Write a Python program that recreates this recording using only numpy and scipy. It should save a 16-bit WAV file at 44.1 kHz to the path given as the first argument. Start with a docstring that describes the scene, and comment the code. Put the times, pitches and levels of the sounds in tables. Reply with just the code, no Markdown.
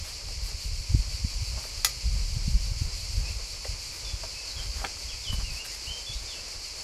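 """Cicadas rasp all around on a hot day, one nearer with a steady throb, as wind buffets the microphone.
Their buzz is a stream of tiny clicks from buckling ribs. Further off, a songbird whistles sliding notes.
Close to the mono microphone, a hiker shuffles about in a stone porch: boots and gear knock and scuff,
and a pole strikes the stone once with a crack and a short ring."""
import sys
import numpy as np
from scipy import signal
from scipy.fft import rfft, irfft
from scipy.io import wavfile
from scipy.ndimage import uniform_filter1d

SR = 44100
rng = np.random.default_rng(int(sys.argv[2]) if len(sys.argv) > 2 else 0)


def transcribe(signal):
    """Save signal, clipped to [-1, 1], as a 16-bit WAV file at the path in sys.argv[1]."""
    frames = np.atleast_2d(signal).T
    limited = np.clip(frames, -1, 1)
    pcm = np.round(limited * 32767).astype(np.int16)
    wavfile.write(sys.argv[1], SR, pcm)


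N = 301203
TIME = np.arange(N) / SR

# The tone of each noisy sound. Each row: frequency in Hz, relative level in dB.
AIR_TONE = [(20, 11.5), (60, 13), (130, -1), (250, -0.5), (400, 2), (560, 5.5), (720, -1), (1000, 2),
            (1400, -2.5), (1900, -2.5), (4000, -11), (15000, -45)]
WIND_TONE = [(10, -21), (25, -2.5), (45, 6), (85, -4.5), (120, -13), (170, -20.5), (240, -35), (400, -60),
             (900, -69)]
CHORUS_TONE = [(1700, -46), (2000, -13), (2300, -8), (2800, -10.5), (3650, -17), (4000, -9.5), (4350, -1.5),
               (4650, 1.5), (5400, -2.5), (6100, -7.5), (7400, -8.5), (8500, -17), (12000, -22.5),
               (13500, -49)]
NEAR_CICADA_TONE = [(1900, -19), (2400, -2.5), (3600, -12), (4500, 8), (5300, -4.5), (6200, -6), (7400, -3),
                    (8500, -8.5), (9700, -13.5), (10550, -8), (11200, -18), (11900, -11), (13000, -19),
                    (14000, -58)]
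SCUFF_TONE = [(100, -1), (500, 0.5), (1200, -0.5), (3000, -7), (7000, -13), (12000, -17.5), (15500, -41)]
CRACK_TONE = [(250, -26), (550, 0.5), (900, -7), (1500, -5), (1900, 0), (2800, -5.5), (4500, 4.5),
              (6000, -1.5), (8000, -5.5), (11000, -4), (14000, -8), (16000, -24)]
# How the lasting sounds rise and fall. Each row: time in seconds, relative level in dB.
AIR_LEVEL = [(0, -54), (.8, -55), (3.3, -53.5), (4.7, -53.5), (5.2, -54), (6.83, -50.5)]
BREEZE_LEVEL = [(0, -46), (3.4, -45.5), (6.83, -52.5)]
CHORUS_LEVEL = [(0, -40), (.6, -41), (1.4, -39), (3.0, -39.5), (4.8, -39), (6.83, -39.5)]
NEAR_CICADA_LEVEL = [(0, -44.5), (3.8, -42.5), (4.6, -48), (5.7, -44.5), (6.83, -48.5)]
# Gusts of wind. Each row: start in seconds, length in seconds, relative strength in dB.
GUSTS = [(0, 0.032, -31.5), (0.238, .22, -33.5), (0.512, 0.042, -34.5), (0.642, 0.17, -30.5),
         (0.905, .1, -26), (1.049, .22, -32.5), (1.327, 0.24, -32), (1.703, .19, -38), (2.027, 0.4, -25.5),
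         (2.435, 0.14, -24), (2.595, 0.29, -28.5), (2.888, 0.41, -36), (3.13, 0.24, -30.5),
         (3.42, 0.3, -47), (3.686, 0.051, -31), (4.01, 0.26, -38), (4.526, 0.35, -37), (4.89, 0.63, -43.5),
         (5.294, .16, -30), (5.497, 0.063, -33), (5.833, 0.084, -40.5), (6.09, 0.17, -38.5),
         (6.552, 0.043, -39.5)]
# Swirls of air hitting the microphone. Each row: middle in seconds, peak in dB, frequency in Hz,
# level of the sharper edge in dB compared with that peak.
EDDIES = [(0.024, -28, 49.3, -24), (.906, -20.5, 70, -30), (0.9493, -12, 97, -10), (1.249, -20, 69.4, -4.5),
          (1.428, -20.5, 83, -34), (2.141, -28, 64.7, -24), (2.371, -20, 103, -30), (2.482, -19, 145, -25),
          (2.72, -22, 90, -27), (2.82, -19, 90, -14), (3.181, -19, 69.4, -19), (3.695, -28, 69, -29),
          (4.142, -27.5, 74, -27), (5.334, -23, 68.6, -6), (5.39, -33, 130, -10), (6.103, -32, 94, -20)]
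# The bird's notes. Each row: start and length in seconds, first and last pitch in Hz,
# seconds until mid-slide, relative level in dB, growth over the note in dB.
BIRD_NOTES = [ (3.236, 0.063, 2480, 2780, 0.043, -44, 3), (4.044, 0.063, 3550, 3350, .033, -44, 1),
              (4.322, 0.098, 2480, 2630, 0.024, -46, 7), (4.473, .05, 4550, 3900, .025, -41, -2),
              (4.56, 0.06, 3480, 3120, .018, -42.5, 6), (5.085, .055, 3510, 2450, 0.022, -42, -5),
              (5.231, 0.085, 3930, 3000, .019, -38, 16), (5.438, 0.091, 2850, 2500, 0.045, -42.5, 1),
              (5.554, 0.08, 2530, 2870, 0.034, -40.5, 6), (5.69, .075, 1820, 2150, .04, -52, 1),
              (5.86, 0.14, 2670, 3114, 0.017, -39, -8), (6.057, 0.13, 3420, 3920, 0.079, -41.5, -13),
              (6.272, .14, 3620, 2640, .052, -43.5, -4)]
# The near cicada's pace dips late on, then quickens. Each row: time in seconds, throbs per second.
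THROB_PACE = [(0, 5.93), (5.6, 5.93), (5.75, 5.53), (6.83, 7.4)]
# Soles and cloth rubbing. Each row: middle and length in seconds, level in dB, treble lift in dB per octave.
SCUFFS = [(0.068, 0.15, -45.5, 3.5), (0.462, 0.12, -51, 10), (1.652, 0.26, -52, 5), (3.957, 0.19, -49.5, 4),
          (4.613, 0.16, -48.5, 1), (4.8, 0.21, -46, 2), (5.337, 0.072, -45.5, 5.5),
          (5.407, .07, -47.5, 0.5), (5.551, 0.14, -49, 5), (5.657, 0.042, -41, 4.5),
          (5.733, 0.19, -50.5, 5)]
# Boots and gear bumping. Each row: start in seconds, relative level in dB, pitch in Hz,
# seconds for the ring and crunch to fade by 60 dB (called t60).
KNOCKS = [(.284, -36.5, 810, .05), (.309, -37, 500, .06), (1.574, -34, 854, 0.15),
          (1.640, -31, 1250, 0.041), (1.653, -33.5, 537, 0.032), (3.647, -27, 2160, 0.034),
          (3.653, -29.5, 571, 0.063), (4.235, -28.5, 940, 0.045), (4.238, -31, 670, 0.048),
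          (4.817, -35, 810, 0.08), (4.842, -19, 815, 0.022), (4.8474, -17.5, 2650, 0.018),
          (4.8475, -18, 1570, 0.022), (4.8525, -31.5, 430, 0.018), (4.970, -37, 1000, 0.034),
          (5.025, -39, 600, 0.034), (5.328, -32.5, 1080, 0.062), (5.397, -42, 1100, .06)]
# The pole's quick hits within one clack. Each row: start in seconds, relative level in dB.
POLE_HITS = [(1.8467, 4), (1.8474, 3), (1.8496, 2.5)]
# The shaft's ringing tones. Each row: pitch in Hz, relative level in dB, seconds to fade by 60 dB.
POLE_TONES = [(1225, -5, .10), (1985, -4, .10), (2417, -9, .08), (3306, -5, .08), (3938, -4, .09),
              (4468, -2, .11), (5063, -4, .11), (5895, 3.5, .10), (6521, -5, .09), (6676, -2.5, .10),
              (6920, -1, .15), (7542, -4, .10), (8420, -11.5, .12), (9020, -9, .07), (10410, -8, .09),
              (10800, -6, .07), (11330, -7.5, .12), (11780, -10, .06), (12480, -12, .06)]
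# Echoes in the porch. Each row: delay in seconds, level in dB compared with the direct sound.
PORCH_ECHOES = [(.0075, -13), (.0125, -13), (.0205, -15), (.024, -28)]


def amp(db):
    """Turns decibels into a number to multiply by."""
    return 10 ** (np.asarray(db) / 20)


def unit(x):
    """Scales a signal to an average (rms) size of 1."""
    return x / np.sqrt(np.mean(x ** 2) + 1e-20)


def curve(rows):
    """Joins (seconds, value) rows with straight lines."""
    return np.interp(TIME, *np.transpose(rows))


def colour(x, tone, tilt_db=0):
    """Filters a sound by a tone table, tilted per octave; the result has size 1."""
    octave = np.log2(np.fft.rfftfreq(len(x), 1 / SR) + 1)
    hz, db = np.transpose(tone)
    gain = amp(np.interp(octave, np.log2(hz), db) + tilt_db * (octave - 10))
    return unit(irfft(rfft(x) * gain, len(x)))


def drift(rate):
    """A random wobble of size 1, with up to about rate swings a second."""
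    hz = np.fft.rfftfreq(N, 1 / SR)
    return unit(irfft(rfft(rng.standard_normal(N)) * np.exp(-(hz / rate) ** 2) * (hz > 0), N))


def add(mix, s, sound):
    """Mixes a sound in, starting at s seconds."""
    part = mix[max(round(s * SR), 0):][:len(sound)]
    part += sound[:len(part)]


def reverb(x, t60, delay):
    """Many small echoes blur into a fading tail after a delay."""
    t = TIME[:SR]
    tail = rng.standard_normal(SR) * (rng.random(SR) < .1) * amp(-60 * t / t60) * (t > delay)
    return signal.fftconvolve(x, tail / np.linalg.norm(tail))[:N]


def air(gain_db=2.5, waver_db=1.16):
    """The soft wash of the open air."""
    level = amp(curve(AIR_LEVEL) + gain_db + waver_db * drift(9))
    return level * colour(rng.standard_normal(N), AIR_TONE)


def gusts(rise_s=0.0107, sag_db=2, fade_s=0.024):
    """Wind strength: over a light breeze, each gust rises quickly, sags, then dies away."""
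    power = amp(curve(BREEZE_LEVEL)) ** 2
    for s, length, db in GUSTS:
        t = np.maximum(TIME - s, 0)
        held = amp(db - sag_db * np.minimum(t / length, 1)) * np.minimum(t / rise_s, 1)
        power += (held * np.exp(-np.maximum(t - length, 0) / fade_s)) ** 2
    return np.sqrt(power)


def wind(gain_db=-0.36, width_cycles=0.45, steadiness=0.83, lumpy_db=3.0, edge_ratio=2.47):
    """Churning air rumbles with the gusts; single swirls thump the microphone with short pressure swings."""
    flow = colour(rng.standard_normal(N), WIND_TONE)
    flow = unit(flow / uniform_filter1d(flow ** 2, size=3000) ** (steadiness / 2))  # evens out the flow
    out = gusts() * amp(gain_db + lumpy_db * drift(18.2)) * flow
    for s, db, hz, edge_db in EDDIES:
        for swing_hz, swing_db in [(hz, db), (hz * edge_ratio, db + edge_db)]:
            turns = (TIME - s) * swing_hz
            near = abs(turns) < 4
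            swell = np.exp(-.5 * (turns[near] / width_cycles) ** 2)
            out[near] += amp(swing_db) * swell * np.cos(2 * np.pi * turns[near])
    return out


def rib_clicks(click_hz, smear, jitter=.3):
    """A cicada's ribs buckle in an uneven stream of clicks; noise stands for the blur from leaves."""
    turns = np.cumsum(click_hz * np.exp(jitter * drift(150))) / SR
    clicks = np.diff(np.floor(turns), prepend=0) * rng.uniform(0.72, 1, N)  # one click per turn
    return unit(unit(clicks - clicks.mean()) + smear * rng.standard_normal(N))


def cicada_chorus(count=7, throb=0.33, gain_db=-0.2):
    """Distant cicadas buzz together, each throbbing at its own pace."""
    out = np.zeros(N)
    for pace_hz in np.linspace(4.8, 7.4, count):
        beats = np.cumsum(pace_hz * (1 + .1 * drift(3.2))) / SR + rng.random()
        out += (1 + throb * np.sin(2 * np.pi * beats)) * rib_clicks(click_hz=420.9, smear=1.15)
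    return amp(curve(CHORUS_LEVEL) + gain_db) * colour(out, CHORUS_TONE)


def bird(slide_s=0.0179, ends_dip_db=1.5, waver=0.0091, flutter_db=2.0, echo_s=.028):
    """Whistles slide between two pitches, echo off a house wall and linger in the street."""
    song = np.zeros(N)
    wobble = 1 + waver * drift(103)
    flutter = amp(flutter_db * drift(90))
    for s, length, from_hz, to_hz, slide_at, db, swell_db in BIRD_NOTES:
        t = np.arange(0, length, 1 / SR)
        slide = np.tanh((t - slide_at) / slide_s)  # goes from -1 towards 1
        pitch = (from_hz + (to_hz - from_hz) * (1 + slide) / 2) * wobble[round(s * SR):][:len(t)]
        whistle = np.sqrt(2) * np.sin(2 * np.pi * np.cumsum(pitch) / SR)
        level = amp(db + swell_db * (t / length - .5) - ends_dip_db * (0.5 + slide ** 2))
        add(song, s, whistle * level * signal.windows.tukey(len(t), .2))
    song *= flutter
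    with_echo = song.copy()
    add(with_echo, echo_s, amp(-8) * song)
    return amp(-3.5) * with_echo + amp(-5.5) * reverb(song, t60=0.37, delay=0.0072)


def near_cicada(first_peak_s=0.13, gain_db=-1.64, uneven_db=2.1):
    """One cicada throbs nearby, each throb a swelling burst of rib clicks."""
    beats = np.cumsum(curve(THROB_PACE)) / SR
    beats -= np.interp(first_peak_s, TIME, beats)
    swell = np.cos(np.pi * (beats - np.round(beats)))
    effort = amp(curve(NEAR_CICADA_LEVEL) + gain_db + uneven_db * drift(3.2))
    return effort * swell * colour(rib_clicks(click_hz=516.5, smear=1.0), NEAR_CICADA_TONE)


def scuffs(grain_db=3):
    """Soles and cloth rub in short, grainy strokes."""
    out = np.zeros(N)
    for s, length, db, tilt_db in SCUFFS:
        grains = rng.standard_normal(SR) * amp(grain_db * rng.exponential(1, SR))
        stroke = np.hanning(int(length * SR))
        add(out, s - length / 2, amp(db) * stroke * colour(grains, SCUFF_TONE, tilt_db)[:len(stroke)])
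    return out


def knocks(crunch_db=-9, thud_cycles=0.68, soft_s=0.00018, ring_db=-13):
    """Boots and gear bump: a dull thud, a short crunch and a faint hollow ring around one pitch."""
    out, t = np.zeros(N), TIME[:SR // 4]
    for s, db, hz, t60 in KNOCKS:
        fade = amp(-60 * t / t60)
        thud = np.sin(2 * np.pi * hz * t) * (np.exp(-hz * t / thud_cycles) + amp(ring_db) * fade)
        tone = [(hz / 5, -22), (hz / 1.4, -6), (hz, 0), (hz * 1.6, -11), (hz * 8, -42)]
        crunch = amp(crunch_db) * fade * colour(rng.standard_normal(len(t)), tone)
        onset = 1 - np.exp(-t / soft_s)  # rubber and cloth soften the hit
        add(out, s, amp(db) * onset * (thud + crunch))
    return out


def pole_clack(crack_db=-18.0, crack_t60=0.017, ring_db=-27.5):
    """The pole strikes stone: each quick hit cracks, and the first sets the shaft ringing."""
    out, t = np.zeros(N), TIME[:SR // 2]
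    for s, db in POLE_HITS:
        crack = colour(rng.standard_normal(len(t)), CRACK_TONE)
        add(out, s, amp(db + crack_db - 60 * t / crack_t60) * crack)
    for hz, db, t60 in POLE_TONES:
        ring = np.sin(2 * np.pi * (hz * t + rng.random()))
        add(out, POLE_HITS[0][0], amp(db + ring_db - 60 * t / t60) * ring)
    return out


def porch(x, tail_db=-12):
    """Close walls and the door throw back a few echoes and a short tail."""
    out = x + amp(tail_db) * reverb(x, t60=0.22, delay=0.0044)
    for delay, db in PORCH_ECHOES:
        add(out, delay, amp(db) * x)
    return out


def scene():
    """All sounds meet at one microphone, so left and right are the same."""
    outdoors = cicada_chorus() + near_cicada() + air() + wind() + bird()
    hiker = porch(pole_clack() + knocks() + scuffs())
    return np.array([outdoors + hiker] * 2)


def record(dry, cutoff_hz=15800):
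    """The recorder cuts off the highest treble."""
    low_pass = signal.firwin(511, cutoff_hz, window=("kaiser", 9), fs=SR)
    return signal.oaconvolve(dry, low_pass[None], "same")


dry = scene()
out = record(dry)
transcribe(out)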